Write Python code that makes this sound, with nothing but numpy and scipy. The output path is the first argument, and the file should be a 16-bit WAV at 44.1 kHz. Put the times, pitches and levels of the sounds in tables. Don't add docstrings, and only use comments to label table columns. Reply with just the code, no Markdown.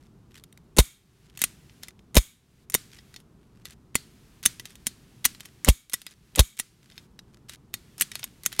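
import sys
import numpy as np
from scipy import signal
from scipy.fft import rfft, irfft
from scipy.io import wavfile
from scipy.ndimage import uniform_filter1d, minimum_filter1d

SR = 44100
rng = np.random.default_rng(int(sys.argv[2]) if len(sys.argv) > 2 else 0)


def wav_record(signal):
    frames = np.transpose(np.atleast_2d(signal))
    bounded = np.clip(frames, -1, 1)
    quanta = np.round(bounded * 32767).astype(np.int16)
    wavfile.write(sys.argv[1], SR, quanta)


N = 379260

# [f/Hz, level/dB]
BACKGROUND_COLOUR = [(20, -15), (35, -6.5), (60, 0), (85, -5), (120, 0.5), (220, -4.5), (290, -10.5),
                     (390, -10), (520, -22), (1000, -23.5), (3000, -25), (5000, -27.5), (9000, -30.5),
                     (15500, -32.5)]
# [start t/s, length t/s, level/dB, spread of the catches/dB]
RUBS = [(0, .08, -63, 0), (0.297, 0.12, -56.5, 3.5), (1.223, 0.185, -60.5, 1), (2.885, .136, -58, 6.5),
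        (3.383, 0.39, -67, 3), (6.794, 0.23, -60.5, 8), (7.178, 0.22, -64.5, 5), (8.097, 0.2, -57, 4)]
# [t/s, level/dB, treble relative to level/dB]
LIGHT_TOUCHES = [(0.5263, -52, 1.5), (0.5751, -50, -2), (0.766, -37.5, 2.5), (1.3741, -37.5, 1.5),
                 (1.696, -50.5, -19), (1.992, -55, -11), (2.1455, -33, 2.5), (2.6995, -36, 8),
                 (2.9293, -51, -16), (2.987, -45.5, -12), (3.141, -44.5, -3), (3.162, -37.5, -7),
                 (3.202, -55.5, 2), (4.597, -33, -3), (4.755, -45.5, 1.5), (5.3482, -43, -7.5),
                 (5.8971, -29.5, 3), (6.017, -32, 0.5), (6.3515, -36, -9.5), (6.92, -47.5, -16),
                 (6.979, -35.5, -11.5), (7.191, -39.5, -9), (7.9989, -42, 11), (8.1164, -34.5, -2),
                 (8.2304, -32, -17), (8.2412, -29.5, 5.5)]
# [t/s, drop level/dB, spring-back delay t/s, spring-back level/dB, scrape level/dB]
DRAWS = [(0.379, -51, .0592, -45, -73), (1.8337, -34, 0.05, -39.5, -57.5),
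         (3.6542, -35.5, 0.053, -49, -55.5), (4.6551, -36, 0.05, -50.5, -56),
         (5.406, -37.5, .0503, -41, -56), (6.0659, -26, 0.044, -44.5, -50),
         (7.495, -35.5, .0396, -45, -51.5), (8.1545, -27.5, 0.04, -39.5, -52),
         (8.5272, -33.5, 0.037, -46, -50.5)]
# [strike t/s, strike level/dB, treble relative to strike/dB, first rebound gap t/s, lock lead t/s,
#  lock level/dB, jolt lag t/s, swing level/dB, swing pitch factor/1, knock level/dB]
FALLS = [(0.7851, -4, -0.5, .0052, 0.014, -31.5, 0.0013, 8, 1.01, 1.5),
         (2.167, -3.5, -1, 0.0047, 0.013, -26, 0.00014, 9, 0.98, 1),
         (5.6869, -6, 1, .0036, 0.04, -27, -0.0029, 12, 1.02, -3),
         (6.3927, -5, -1, 0.0037, 0.034, -29.5, -0.0015, 9, 1.06, -6)]
# [snap t/s, snap level/dB, bass relative to snap/dB, latch lead t/s, latch level/dB, travel t/s, slide level/dB]
RETURNS = [(1.4391, -18.5, -12, 0.022, -21, 0.048, -42.5), (2.7489, -16, -4, 0.007, -18.5, 0.028, -37),
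           (4.4598, -13, -18, .0048, -22, .031, -37), (5.2571, -18.5, -12.5, .0042, -15, 0.014, -27),
           (5.9395, -11.5, -15.5, 0.0052, -14, 0.023, -34), (6.5975, -15, -14, 0.0073, -22.5, 0.028, -39),
           (8.0199, -21.5, -16, 0.0091, -18, 0.039, -38), (8.4615, -19.5, -9.5, 0.0088, -43, 0.027, -44)]
# [t/s, level/dB, bass relative to level/dB]
SEAR_CATCHES = [(3.954, -17.5, -5), (4.8682, -20, -16.5), (7.74, -26, -16.5), (8.5935, -15.5, -3.5)]
# [f/Hz, level/dB]
FRAME_MODES = [(1206, -5.5), (1981, -1.5), (2771, -15.5), (3139, -4.5), (3423, -5), (3740, 3), (4300, 1.5),
               (4619, -5.5), (5166, 1.5), (5749, -0.5), (6331, 2), (7050, 1), (7537, -7), (7957, -6),
               (8800, 0.5), (9430, 2.5), (10523, -7.5), (10850, -6), (11445, -5.5), (11800, -6),
               (13038, -9.5), (14600, -10.5)]
# [f/Hz, width f/Hz, level/dB]
RING_CLUSTERS = [(1200, 150, -10.5), (2260, 91, 1.5), (3270, 150, 0), (3700, 240, 0.5), (6800, 400, 2.5),
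                 (8400, 900, -1.5), (11100, 320, 2.5), (14000, 1100, -3)]
# [f/Hz, level/dB, 60 dB decay t/s]
GRIP_MODES = [(167, 0.5, 0.04), (388, -1, .025), (517, 0, 0.03), (626, -6, 0.042), (1037, -9, .02)]
# [f/Hz, level/dB]
ECHO_COLOUR = [(130, 5.5), (260, 4.5), (500, -12.5), (900, -13.5), (1300, -4), (2200, -1.5), (3000, -2),
               (4200, -1), (5500, -2.5), (8500, -2), (12000, -8), (16000, -11)]
HAMMER_TONE = dict(t60=0.018, bass_t60=0.031, thud_db=-17.5, thud_hz=166, edge_hz=2300)
SEAR_TONE = dict(t60=0.021, bass_t60=0.014, thud_db=-7.5, thud_hz=214, edge_hz=1820)
LOCK_TONE = dict(t60=0.019, bass_t60=0.011, thud_db=-15, thud_hz=200, edge_hz=1900)
TICK_TONE = dict(t60=0.015, bass_t60=0.018, thud_db=-32.5, thud_hz=200, edge_hz=1800)

BACKGROUND_DB = -55
BASS_EDGE_HZ, TREBLE_EDGE_HZ, TOP_HZ = 1400, 5500, 15900
ATTACK = int(.0025 * SR)
AGE = np.arange(SR // 4) / SR
THUD_T60_S = .035
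REBOUND_RATIO, REBOUND_LOSS_DB, REBOUND_BRIGHTER_DB = .88, 1, 1


def undb(db):
    return 10 ** (np.asarray(db) / 20)


def rms(x):
    return np.sqrt(np.mean(x ** 2))


def fade(t, t60):
    return np.exp(-np.log(1000) * t / t60)


def add(track, s, sound):
    i = max(int(s * SR), 0)
    track[i:i + len(sound)] += sound[:max(N - i, 0)]


def band(x, hz, kind, order=3):
    return signal.sosfilt(signal.butter(order, hz, kind, fs=SR, output="sos"), x)


def coloured(points, size):
    hz, db = np.transpose(points)
    f = np.maximum(np.fft.rfftfreq(size, 1 / SR), 1)
    gain = undb(np.interp(np.log(f), np.log(hz), db))
    x = irfft(rfft(rng.standard_normal(size)) * gain, size)
    return x / rms(x)


def frame_modes(t, detune):
    hz, mode_levels = np.transpose(FRAME_MODES)
    weight = undb(mode_levels) * rng.rayleigh(size=len(hz))
    phase = rng.uniform(0, 2 * np.pi, len(hz))
    hz = hz * (1 + detune * rng.standard_normal(len(hz)))
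    modes = weight @ np.sin(2 * np.pi * hz[:, None] * t + phase[:, None])
    return modes / rms(modes)


def click(db, bass_db, treble_db, t60, bass_t60, thud_db, thud_hz, edge_hz, mode_t60=0.041, mode_db=-7.0,
          crack_t60=0.0017, crack_db=1, detune=0.022, ripple_db=3):
    t = AGE[:len(AGE) // 3]
    modes = frame_modes(t, detune)
    knots = np.geomspace(BASS_EDGE_HZ, TOP_HZ, 28)
    ripple = ripple_db * rng.standard_normal(len(knots))
    dense = coloured(np.column_stack([knots, ripple]), len(t))
    rattle = dense * (fade(t, t60) + undb(crack_db) * fade(t, crack_t60))
    steel = rattle + undb(mode_db) * modes * fade(t, mode_t60)

    bass = band(dense * fade(t, bass_t60), BASS_EDGE_HZ, "low")
    middle = band(steel, [edge_hz, TREBLE_EDGE_HZ], "band")
    treble = band(steel, [TREBLE_EDGE_HZ, TOP_HZ], "band", order=2)
    thud_pitch = thud_hz * rng.uniform(1.0, 1.2)
    sound = undb(thud_db) * np.sin(2 * np.pi * thud_pitch * t) * fade(t, THUD_T60_S)
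    for part, relative_db in ((bass, bass_db), (middle, 0), (treble, treble_db)):
        sound = sound + undb(relative_db) * part / rms(part[:ATTACK])
    return undb(db) * sound


def tick(db, treble_db, bass_db=-15):
    return click(db, bass_db, treble_db, **TICK_TONE)


def scrape(length_s, db, taper, swell_db=0, catch_rate=260, spread_db=3.8, grain_t60=0.0081, drag=0.28,
           low_hz=1600, high_hz=4000):
    size = SR // 2
    caught = rng.random(size) < catch_rate / SR
    catches = caught * undb(spread_db * np.minimum(rng.exponential(size=size), 3.5))
    pressure = drag + signal.fftconvolve(catches, fade(AGE, grain_t60))[:size]
    grit = band(pressure * rng.standard_normal(size), low_hz, "high")
    grit = band(grit, high_hz, "low", order=1)
    piece = grit[:int(length_s * SR)]
    piece = piece * undb(np.linspace(0, swell_db, len(piece)))
    return undb(db) * piece / rms(piece) * signal.windows.tukey(len(piece), taper)


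def tail(x, colour, t60, build_s):
    t = np.arange(SR) / SR
    decay = (fade(t, t60) * (1 - np.exp(-t / build_s))) ** 2
    energy = np.maximum(signal.fftconvolve(x ** 2, decay / decay.sum())[:N], 0)
    return np.sqrt(energy) * coloured(colour, N)


def room_background():
    return undb(BACKGROUND_DB) * coloured(BACKGROUND_COLOUR, N)


def handling():
    track = np.zeros(N)
    for s, length, db, spread_db in RUBS:
        add(track, s, scrape(length, db, taper=0.3, catch_rate=240, spread_db=spread_db,
                             grain_t60=0.012, drag=0.47, low_hz=1600, high_hz=3000))
    for s, db, treble_db in LIGHT_TOUCHES:
        add(track, s, tick(db, treble_db))
    return track


def cylinder_turns(drop_treble_db=-1, back_treble_db=1, early_s=.012, overrun=1.75):
    track = np.zeros(N)
    for s, drop_db, delay, back_db, scrape_db in DRAWS:
        add(track, s, tick(drop_db, drop_treble_db))
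        turn_s = early_s + delay * overrun
        add(track, s - early_s, scrape(turn_s, scrape_db, taper=0.14, swell_db=-6, catch_rate=400, drag=.7))
        add(track, s + delay, tick(back_db, back_treble_db))
    return track


def grip_jolts(rest_hz=42, extra_hz=160, glide_s=0.006, swell_peak_s=0.0141, judder_db=-27, judder_s=0.018,
               judder_hz=550):
    turns = rest_hz * AGE + extra_hz * glide_s * (1 - np.exp(-AGE / glide_s))
    swell = (AGE / swell_peak_s * np.exp(1 - AGE / swell_peak_s)) ** 3
    knock = np.zeros(len(AGE))
    for k, (hz, mode_db, t60) in enumerate(GRIP_MODES):
        sign = (-1) ** k
        knock += sign * undb(mode_db) * np.sin(2 * np.pi * hz * AGE) * fade(AGE, t60)
    track = np.zeros(N)
    for s, *_, lag, swing_db, pitch, knock_db in FALLS:
        judder = band(rng.standard_normal(len(AGE)), [judder_hz / 4, judder_hz], "band", order=2)
        judder = judder[-int(judder_s * SR):]
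        rise = np.linspace(.5, 1, len(judder))
        add(track, s + lag - judder_s, undb(judder_db) * judder / rms(judder) * rise)
        swing = undb(swing_db) * swell * np.sin(2 * np.pi * pitch * turns)
        add(track, s + lag, undb(knock_db) * knock - swing)
    return track


def cylinder_locks(bass_db=-14, treble_db=8, flight_db=-33):
    track = np.zeros(N)
    for s, _, _, _, lead, lock_db, *_ in FALLS:
        add(track, s - lead, click(lock_db, bass_db, treble_db, **LOCK_TONE))
        add(track, s - lead, scrape(lead, flight_db, taper=0.073, swell_db=14))
    return track


def hammer_strikes(count=5, bass_db=-9):
    track = np.zeros(N)
    for s, db, treble_db, gap, *_ in FALLS:
        for k in range(count):
            level_db = db - k * REBOUND_LOSS_DB
            brightness_db = treble_db + k * REBOUND_BRIGHTER_DB
            add(track, s, click(level_db, bass_db, brightness_db, **HAMMER_TONE))
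            s += gap * REBOUND_RATIO ** k
    return track


def ring_colour(clusters):
    f = np.geomspace(100, TOP_HZ, 400)
    power = sum(undb(db) ** 2 / (1 + (2 * (f - hz) / width) ** 2) for hz, width, db in clusters)
    return np.column_stack([f, 10 * np.log10(power)])


def frame_rings(hammer, low_db=-25.0, high_db=-18.5):
    low_clusters = [row for row in RING_CLUSTERS if row[0] < TREBLE_EDGE_HZ]
    high_clusters = [row for row in RING_CLUSTERS if row[0] >= TREBLE_EDGE_HZ]
    low = undb(low_db) * tail(hammer, ring_colour(low_clusters), t60=0.34, build_s=0.0044)
    high = undb(high_db) * tail(hammer, ring_colour(high_clusters), t60=0.27, build_s=0.0076)
    return low + high


def trigger_returns(start_db=-42, start_treble_db=4, latch_bass_db=-15, latch_treble_db=6, snap_treble_db=6):
    track = np.zeros(N)
    for s, snap_db, bass_db, lead, latch_db, travel, slide_db in RETURNS:
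        add(track, s - travel, tick(start_db, start_treble_db))
        add(track, s - travel, scrape(travel, slide_db, taper=.12, swell_db=19, high_hz=6000))
        add(track, s - lead, click(latch_db, latch_bass_db, latch_treble_db, **LOCK_TONE))
        add(track, s, click(snap_db, bass_db, snap_treble_db, **LOCK_TONE))
    return track


def sear_catches(treble_db=4, ride_s=0.0087, ride_db=-29):
    track = np.zeros(N)
    for s, db, bass_db in SEAR_CATCHES:
        add(track, s - ride_s, scrape(ride_s, db + ride_db, taper=0.25))
        add(track, s, click(db, bass_db, treble_db, **SEAR_TONE))
    return track


def mainspring_sings(sear, level_db=-27, hz=4350, width_hz=600):
    return undb(level_db) * tail(sear, ring_colour([(hz, width_hz, 0)]), t60=0.24, build_s=.003)


def echoes(gun, near_db=-18, room_db=-26):
    near = undb(near_db) * tail(gun, ECHO_COLOUR, t60=0.028, build_s=0.00061)
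    room = undb(room_db) * tail(gun, ECHO_COLOUR, t60=0.37, build_s=0.0079)
    return near + room


def scene():
    background = room_background()
    hammer = hammer_strikes()
    sear = sear_catches()
    gun = handling() + cylinder_turns() + cylinder_locks() + hammer + trigger_returns() + sear
    ringing = frame_rings(hammer) + mainspring_sings(sear)
    return (background + gun + grip_jolts() + ringing + echoes(gun))[None]


def limiter(x, ceiling_db=-7, release_db_per_s=25):
    level_db = 10 * np.log10(np.maximum(uniform_filter1d(x ** 2, ATTACK), 1e-12))
    recovery = release_db_per_s * np.arange(N) / SR
    excess_db = np.maximum(level_db - ceiling_db, 0)
    cut_db = np.maximum.accumulate(excess_db + recovery) - recovery
    early_cut_db = np.pad(cut_db[ATTACK // 2:], (0, ATTACK // 2), "edge")
    return x * undb(-early_cut_db)


def hiss_gate(x, split_hz=1400, hold_db=-28, hold_s=0.463, pass_db=-56, shut_db=-10, ease_s=.04):
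    low = signal.sosfiltfilt(signal.butter(4, split_hz, fs=SR, output="sos"), x)
    treble = x - low
    level = np.sqrt(np.maximum(uniform_filter1d(treble ** 2, ATTACK), 1e-14))
    size = int(hold_s * SR)
    quiet = 1. * (level < undb(hold_db))
    held = 1 - minimum_filter1d(quiet, size, origin=(size - 1) // 2)
    eased = uniform_filter1d(held, int(ease_s * SR))
    slipping_through = np.minimum(level / undb(pass_db), 1) ** 2
    opening = np.maximum(eased, slipping_through)
    return low + np.maximum(opening, undb(shut_db)) * treble


def record(dry, mic_hz=13500):
    x = band(dry[0], mic_hz, "low", order=2)
    x = np.clip(hiss_gate(limiter(x)), -1, 1)
    top_cut = signal.ellip(10, .2, 90, TOP_HZ, fs=SR, output="sos")
    return signal.sosfilt(top_cut, x)[None]


dry = scene()
out = record(dry)
wav_record(out)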